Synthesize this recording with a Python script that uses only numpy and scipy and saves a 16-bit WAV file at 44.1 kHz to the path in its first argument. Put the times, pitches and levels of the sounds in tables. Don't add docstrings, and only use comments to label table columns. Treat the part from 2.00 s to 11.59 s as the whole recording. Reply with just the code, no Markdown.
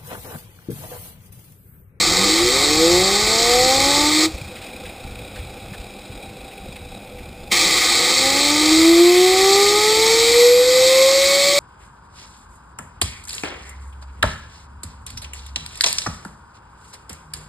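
import sys
import numpy as np
from scipy import signal
from scipy.fft import rfft, irfft, next_fast_len
from scipy.io import wavfile
from scipy.ndimage import uniform_filter1d, minimum_filter1d, map_coordinates

SR = 44100
rng = np.random.default_rng(int(sys.argv[2]) if len(sys.argv) > 2 else 0)


def persist_wave(psi):
    counts = np.round(np.clip(psi, -1, 1) * 32767).astype(np.int16)
    wavfile.write(sys.argv[1], SR, np.atleast_2d(counts).T)


N = 422919


def amp(db):
    return 10 ** (np.asarray(db) / 20)


def unit(x):
    return x / np.sqrt(np.mean(x ** 2) + 1e-20)


def curves(rows):
    times_s, *columns = np.transpose(rows)
    return [np.interp(np.arange(N) / SR, times_s, column) for column in columns]


def wobble(rate):
    knots = rng.standard_normal(int(N * rate / SR) + 4)
    return map_coordinates(knots, [np.arange(N) * rate / SR])


def filtered(x, response):
    size = next_fast_len(N + SR // 2)
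    return irfft(rfft(x, size) * response(np.fft.rfftfreq(size, 1 / SR)), size)[..., :N]


def spectrum(points):
    hz, db = np.transpose(points)
    return lambda f: amp(np.interp(np.log(f + 1), np.log(hz + 1), db))


def resonance(f, hz, width):
    return 1j * f * width / (hz * hz - f * f + 1j * f * width)


def span(start, end, rise, fall):
    t = np.arange(N) / SR
    return amp(-60 * np.maximum(start - t, 0) / rise - 60 * np.maximum(t - end, 0) / fall)


def patchy(depth_db):
    bins = signal.stft(rng.standard_normal(N), nperseg=512)[2]
    field = rng.standard_normal(bins.shape)
    field = uniform_filter1d(uniform_filter1d(field, 8, 0), 6, 1)
    return signal.istft(bins * amp(depth_db * unit(field)), nperseg=512)[1][:N]


# freq_hz, gain_db (relative, on white noise)
HUM_COLOUR = [(60, -40), (130, -14), (200, -0.5), (350, -4.5), (600, -4), (850, -4.5), (1000, -25),
              (1500, -45), (2500, -120)]


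def distant_hum():
    return amp(-43.5) * unit(filtered(patchy(1.7), spectrum(HUM_COLOUR)))


# pitch_hz, width_hz (of each of two passes), level_db (RMS)
HUM_DRONES = [(198.6, 15, -52.5), (285.6, 9, -60.5), (494.8, 13.5, -50.5)]


def drones():
    out = np.zeros(N)
    for hz, width, db in HUM_DRONES:
        band = filtered(rng.standard_normal(N), lambda f: resonance(f, hz, width) ** 2)
        out += amp(db) * unit(band)
    return out


# time_s, level_db
WIND_LEVEL = [(0, -37), (.5, -34), (1.5, -35), (2.3, -38.5), (2.7, -46), (3.1, -39), (4.2, -43.5),
              (4.9, -42.5), (6.1, -43.5), (6.5, -38), (7.1, -41.5), (8.3, -42.5), (9.59, -48.5)]
# freq_hz, gain_db (relative, on white noise)
WIND_COLOUR = [(12, -30), (22, -1.5), (45, -1), (90, -0.5), (150, -8), (250, -26), (500, -60), (1000, -120)]


def wind():
    lumps = amp(4.7 * np.tanh(0.8 * wobble(18)))
    rumble = filtered(rng.standard_normal(N) * lumps, spectrum(WIND_COLOUR))
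    return amp(curves(WIND_LEVEL)[0]) * unit(rumble)


# time_s, peak_db (nominal), pitch_hz
HANDLING_THUMPS = [(2.321, -30, 56.5), (2.347, -21.5, 64.6), (2.417, -22.5, 113), (2.459, -26, 70.4),
                   (3.049, -31, 48.4), (3.119, -33, 56.5), (3.398, -24, 67.3), (3.423, -30, 86.1),
                   (3.719, -26, 130), (3.799, -28, 45.8), (4.101, -28, 94.2), (4.689, -28, 172),
                   (4.859, -29, 75.4), (5.524, -23, 205)]


def thumps():
    out, t = np.zeros(N), np.arange(SR // 8) / SR
    for time_s, db, hz in HANDLING_THUMPS:
        cycles = hz * (t - t.mean() - .003)
        pulse = np.exp(-3 * cycles ** 2) * np.cos(2 * np.pi * cycles + .5)
        out[round((time_s - t.mean()) * SR):][:len(t)] -= amp(db) * pulse
    return out


# start_s, level_db (before the envelope), centre_hz,
# grit_db (gain on the wide noise band, relative to the level)
HOSE_SCUFFS = [(2.56, -36, 2450, -3), (2.612, -38, 2470, 0), (2.634, -41, 2480, 6), (2.68, -41, 2400, -3),
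               (2.851, -37, 2360, -4), (2.87, -42, 2470, -5), (3.355, -37.5, 1680, 7),
               (3.385, -40, 2380, 0), (3.733, -38, 1700, 3), (3.797, -42, 3840, 0), (4.509, -41, 2510, -7),
               (4.755, -39, 2360, 0), (5.18, -41, 2310, -4)]
SCUFF_S, SCUFF_RISE_S = 0.03, 0.0042


def scuffs():
    out, t = np.zeros(N), np.arange(SR // 8) / SR
    wide_band = signal.butter(2, [1500, 5000], "band", fs=SR)
    envelope = amp(-20 * (t / SCUFF_S) ** 2) * (1 - np.exp(-t / SCUFF_RISE_S))
    for start, db, hz, grit_db in HOSE_SCUFFS:
        noise = rng.standard_normal(len(t))
        b, a = signal.iirpeak(hz, 4, SR)
        burst = unit(signal.lfilter(b, a, noise)) + amp(grit_db) * signal.lfilter(*wide_band, noise)
        out[round(start * SR):][:len(t)] += amp(db) * envelope * burst
    return out


LEAK_DB, LEAK_STOPS_S = -51.5, 5


def leak():
    hiss = rng.standard_normal(N) * amp(2 * wobble(30))
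    whistle = filtered(hiss, lambda f: resonance(f, 3863, 60))
    return amp(LEAK_DB) * span(0, LEAK_STOPS_S, 1, 1.6) * unit(whistle)


# freq_hz, width_hz, gain_db (relative)
STAND_MODES = [(196, 13, -7.5), (287, 32, -8), (350, 26, -3.5), (512, 30, 1.5), (782, 19, 4),
               (1530, 150, -22), (2120, 63, -32), (2366, 75, -2), (2550, 160, -7.5), (3310, 80, -8),
               (3870, 540, -14), (4980, 96, -9.5)]
# freq_hz, gain_db (relative, on white noise)
RATTLE_COLOUR = [(600, -35), (950, -10), (1500, -7.5), (1760, -15), (2400, -3), (2900, -13.5), (3600, -10),
                 (4500, -20.5), (5200, -11), (5950, -21.5), (8000, -120)]
RUNG_DB, BROAD_DB = -40, -43
COAST_S, SLOWS_DB_PER_S = 2.16, 1.66


def rattle():
    coasting_s = np.clip(np.arange(N) / SR - COAST_S, 0, 3.2)
    ticks = np.cos(np.pi * np.cumsum(32 * (1 + 0.2524 * wobble(20))) / SR) ** 16
    tick_strength = amp(4 * np.tanh(wobble(30)))
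    shake = rng.standard_normal(N) * (.8 + 1.4 * ticks * tick_strength)

    def stand(f):
        return sum((-1) ** k * amp(db) * resonance(f, hz, width)
                   for k, (hz, width, db) in enumerate(STAND_MODES))

    rung = filtered(shake, stand)
    broad = filtered(.4 * shake + rng.standard_normal(N), spectrum(RATTLE_COLOUR))
    both = amp(RUNG_DB) * unit(rung) + amp(BROAD_DB) * unit(broad)
    return amp(-SLOWS_DB_PER_S * coasting_s) * both


# freq_hz, width_hz, gain_db, sign (signed weight)
CASING_MODES = [(197.6, 50, -16, 0.57), (343.8, 37.7, -6, 0.93), (488.6, 46.8, -2, -0.85),
                (506.6, 81.3, -6, 0.86), (762, 110, -11.5, 0.88), (911, 67, -15, -1.18),
                (1060, 32, -16, -1.17), (1237, 125, -9.5, 0.87), (1503, 31, -17, 0.88),
                (2046, 332, -6.5, 0.9), (2380, 308, -3.5, -0.97), (2518, 319, -6.5, 0.93),
                (3132, 207, -9, 0.85), (3772, 518, 0, -1.037), (4550, 790, 1.9, 0.99),
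                (4858, 68, 4.5, -1.13), (5180, 210, -11, 0.98), (5526, 227, -2, 1)]


def casing(f):
    return sum(sign * amp(db) * resonance(f, hz, width) for hz, width, db, sign in CASING_MODES)


# time_s, pitch_hz (of the first order)
ROTOR_SPEED = [(0, 74), (.39, 112.9), (.81, 162.1), (1.28, 217.4), (1.79, 271.3), (2.27, 318.9),
               (5.5, 188.5), (5.99, 241.4), (6.56, 298.5), (7.04, 348.3), (7.59, 399.7), (8.14, 454.8),
               (8.7, 506.3), (9.15, 543), (9.59, 572)]


def rotor():
    speed, = curves(ROTOR_SPEED)
    return speed, 2 * np.pi * np.cumsum(speed * (1 + 0.00093 * wobble(12))) / SR


# opens_s, closes_s, roar_sets_in_s, hiss_db,
# roar_db (low band, relative to the hiss), rasp_db (middle band, relative to the hiss)
VALVE_BLOWS = [(0, 2.256, -.5, -17.5, -6.5, -8.5), (5.519, 9.59, 5, -17.5, -8, -7)]
# time_s, miss (share of the jet missing the blades, 0-1), rasp_change_db
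NOZZLE_AIM = [(0, 0.13, -1.5), (.2, 0.02, 0), (.42, 0.02, 0.5), (2.02, 0.02, -0.3), (2.26, 0.18, 1.5),
              (5.5, .95, 2.5), (5.72, .8, 3), (5.9, .65, 1), (6.0, 0.39, 0), (6.15, 0.38, 0),
              (6.25, 0.08, 1), (6.42, .12, 0.7), (6.9, 0, 0.3), (7.2, 0, 5.5), (7.5, 0.02, -0.5),
              (8.02, 0.06, 1), (8.11, 0, 0), (8.25, 0.11, 3), (8.4, 0, 0), (8.66, 0.09, -1.8),
              (8.95, 0.03, -0.3), (9.59, .03, 0)]
MISS_ROAR_DB, ROAR_SINKS_DB_PER_S = -6.5, 1
SPIT_DB, SPIT_S = 5.5, 0.024


def air_jet(turn):
    def below(hz):
        return lambda f: 1 / (1 + (f / hz) ** 12)

    t = np.arange(N) / SR
    flicker = amp(0.42 * wobble(9) + 0.19 * wobble(60))
    jet = flicker * patchy(0.77) * (1 + 0.16 * np.cos(turn))
    jet = filtered(jet, casing)
    low, body = filtered(jet, below(1820)), filtered(jet, below(3275))
    roar, rasp, fizz = unit(low), unit(body - low), unit(jet - body)
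    _, rasp_change_db = curves(NOZZLE_AIM)
    out = np.zeros(N)
    for opens, closes, sets_in, hiss_db, roar_db, rasp_db in VALVE_BLOWS:
        sinking_db = ROAR_SINKS_DB_PER_S * np.maximum(t - sets_in, 0)
        roar_now_db = roar_db + MISS_ROAR_DB * (t < sets_in) - sinking_db
        spit_db = SPIT_DB * np.exp(-abs(t - opens) / SPIT_S)
        rasp_now_db = rasp_db + rasp_change_db + spit_db
        bands = fizz + amp(rasp_now_db) * rasp + amp(roar_now_db) * roar
        out += span(opens, closes, 0.025, 0.071) * amp(hiss_db) * bands
    return out


# order1_db to order5_db (at the reference speed, before outlet and casing)
WHINE_ORDERS = [(.8, -12.5, -13.5, -19, -25), (0.47, -12, -14.5, -21, -21)]
WHINE_GROWTH = [(4.5, -5.9, -2.5, -0.3, -1), (-1, -5, -0.5, 4, -1.5)]
# freq_hz, gain_db
OUTLET_COLOUR = [(145, -17.5), (190, -4.5), (232, -9), (265, -7.5), (300, -1.5), (335, 0.5), (362, 2.5),
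                 (392, 1.5), (456, 3), (470, 2.7), (488, 6), (505, 3), (594, 5.5), (615, -1.5), (680, 6.5),
                 (890, 6), (945, -2), (1040, 7), (1100, -5.5), (1160, 2), (1270, 2.5), (1690, -5.5),
                 (2030, -1.5), (2220, 5), (2650, 7), (2900, -12)]
REFERENCE_HZ = 350
MISS_WHINE_DB, MISS_BLURS_DB = -27.5, -8


def rotor_whine(speed, turn):
    miss, _ = curves(NOZZLE_AIM)
    octaves = np.log2(speed / REFERENCE_HZ)
    chopped = np.zeros(N)
    for (opens, closes, *_), levels_db, slopes in zip(VALVE_BLOWS, WHINE_ORDERS, WHINE_GROWTH):
        gate = span(opens, closes + 0.0098, .02, 0.11) * amp(MISS_WHINE_DB * miss)
        for k, (db, slope) in enumerate(zip(levels_db, slopes)):
            tone = np.sin((k + 1) * turn + rng.uniform(0, 2 * np.pi))
            order_db = db + MISS_BLURS_DB * k * miss + slope * octaves + 1.02 * wobble(25)
            chopped += gate * amp(order_db) * tone
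    return filtered(chopped, lambda f: casing(f) * spectrum(OUTLET_COLOUR)(f))


WALL_S, WALL_DB, WALL_HZ = .0226, -19.5, 790


def wall_echo(x):
    def wall(f):
        return amp(WALL_DB) * np.exp(-2j * np.pi * f * WALL_S) / (1 + (f / WALL_HZ) ** 4)

    return filtered(x, wall)


def yard(x):
    t = np.arange(SR // 2) / SR
    tail = rng.standard_normal(len(t)) * amp(-60 * t / 0.92)
    return signal.fftconvolve(np.pad(x, (400, 0)), tail / np.linalg.norm(tail))[:N]


def scene():
    speed, turn = rotor()
    hiss, whine = air_jet(turn), rotor_whine(speed, turn)
    walls = wall_echo(whine) + yard(amp(-20.5) * hiss + amp(-26) * whine)
    background = distant_hum() + drones() + wind() + thumps() + scuffs()
    mono = background + leak() + rattle() + walls + hiss + whine
    return np.array([mono, mono])


LOUD_DB, SQUEEZE = -11, 0.67
HOLD_S, REACT_S = 0.052, 0.04


def levelled(x):
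    power = abs(uniform_filter1d(x ** 2, SR // 50))
    excess_db = np.maximum(10 * np.log10(power + 1e-12) - LOUD_DB, 0)
    half = round(HOLD_S * SR / 2)
    held_db = -minimum_filter1d(-excess_db, 2 * half + 1, origin=half)
    keep = np.exp(-1 / (REACT_S * SR))
    return x * amp(-SQUEEZE * signal.lfilter([1 - keep], [1, -keep], held_db))


HOLD_HZ, STEPS, TOP_HZ = 12000, 4, 15350


def record(dry):
    def band_limit(f):
        return 1 / np.sqrt(1 + (f / 5700) ** 40) * (f < HOLD_HZ / 2)

    def hold(f):
        return np.sinc(f / HOLD_HZ) / np.sinc(f / HOLD_HZ / STEPS)

    base = filtered(levelled(dry), band_limit)
    sampled = base * (1 + 2 * np.cos(2 * np.pi * HOLD_HZ * np.arange(N) / SR))
    return filtered(sampled, lambda f: hold(f) * (f < TOP_HZ))


dry = scene()
out = record(dry)
persist_wave(out)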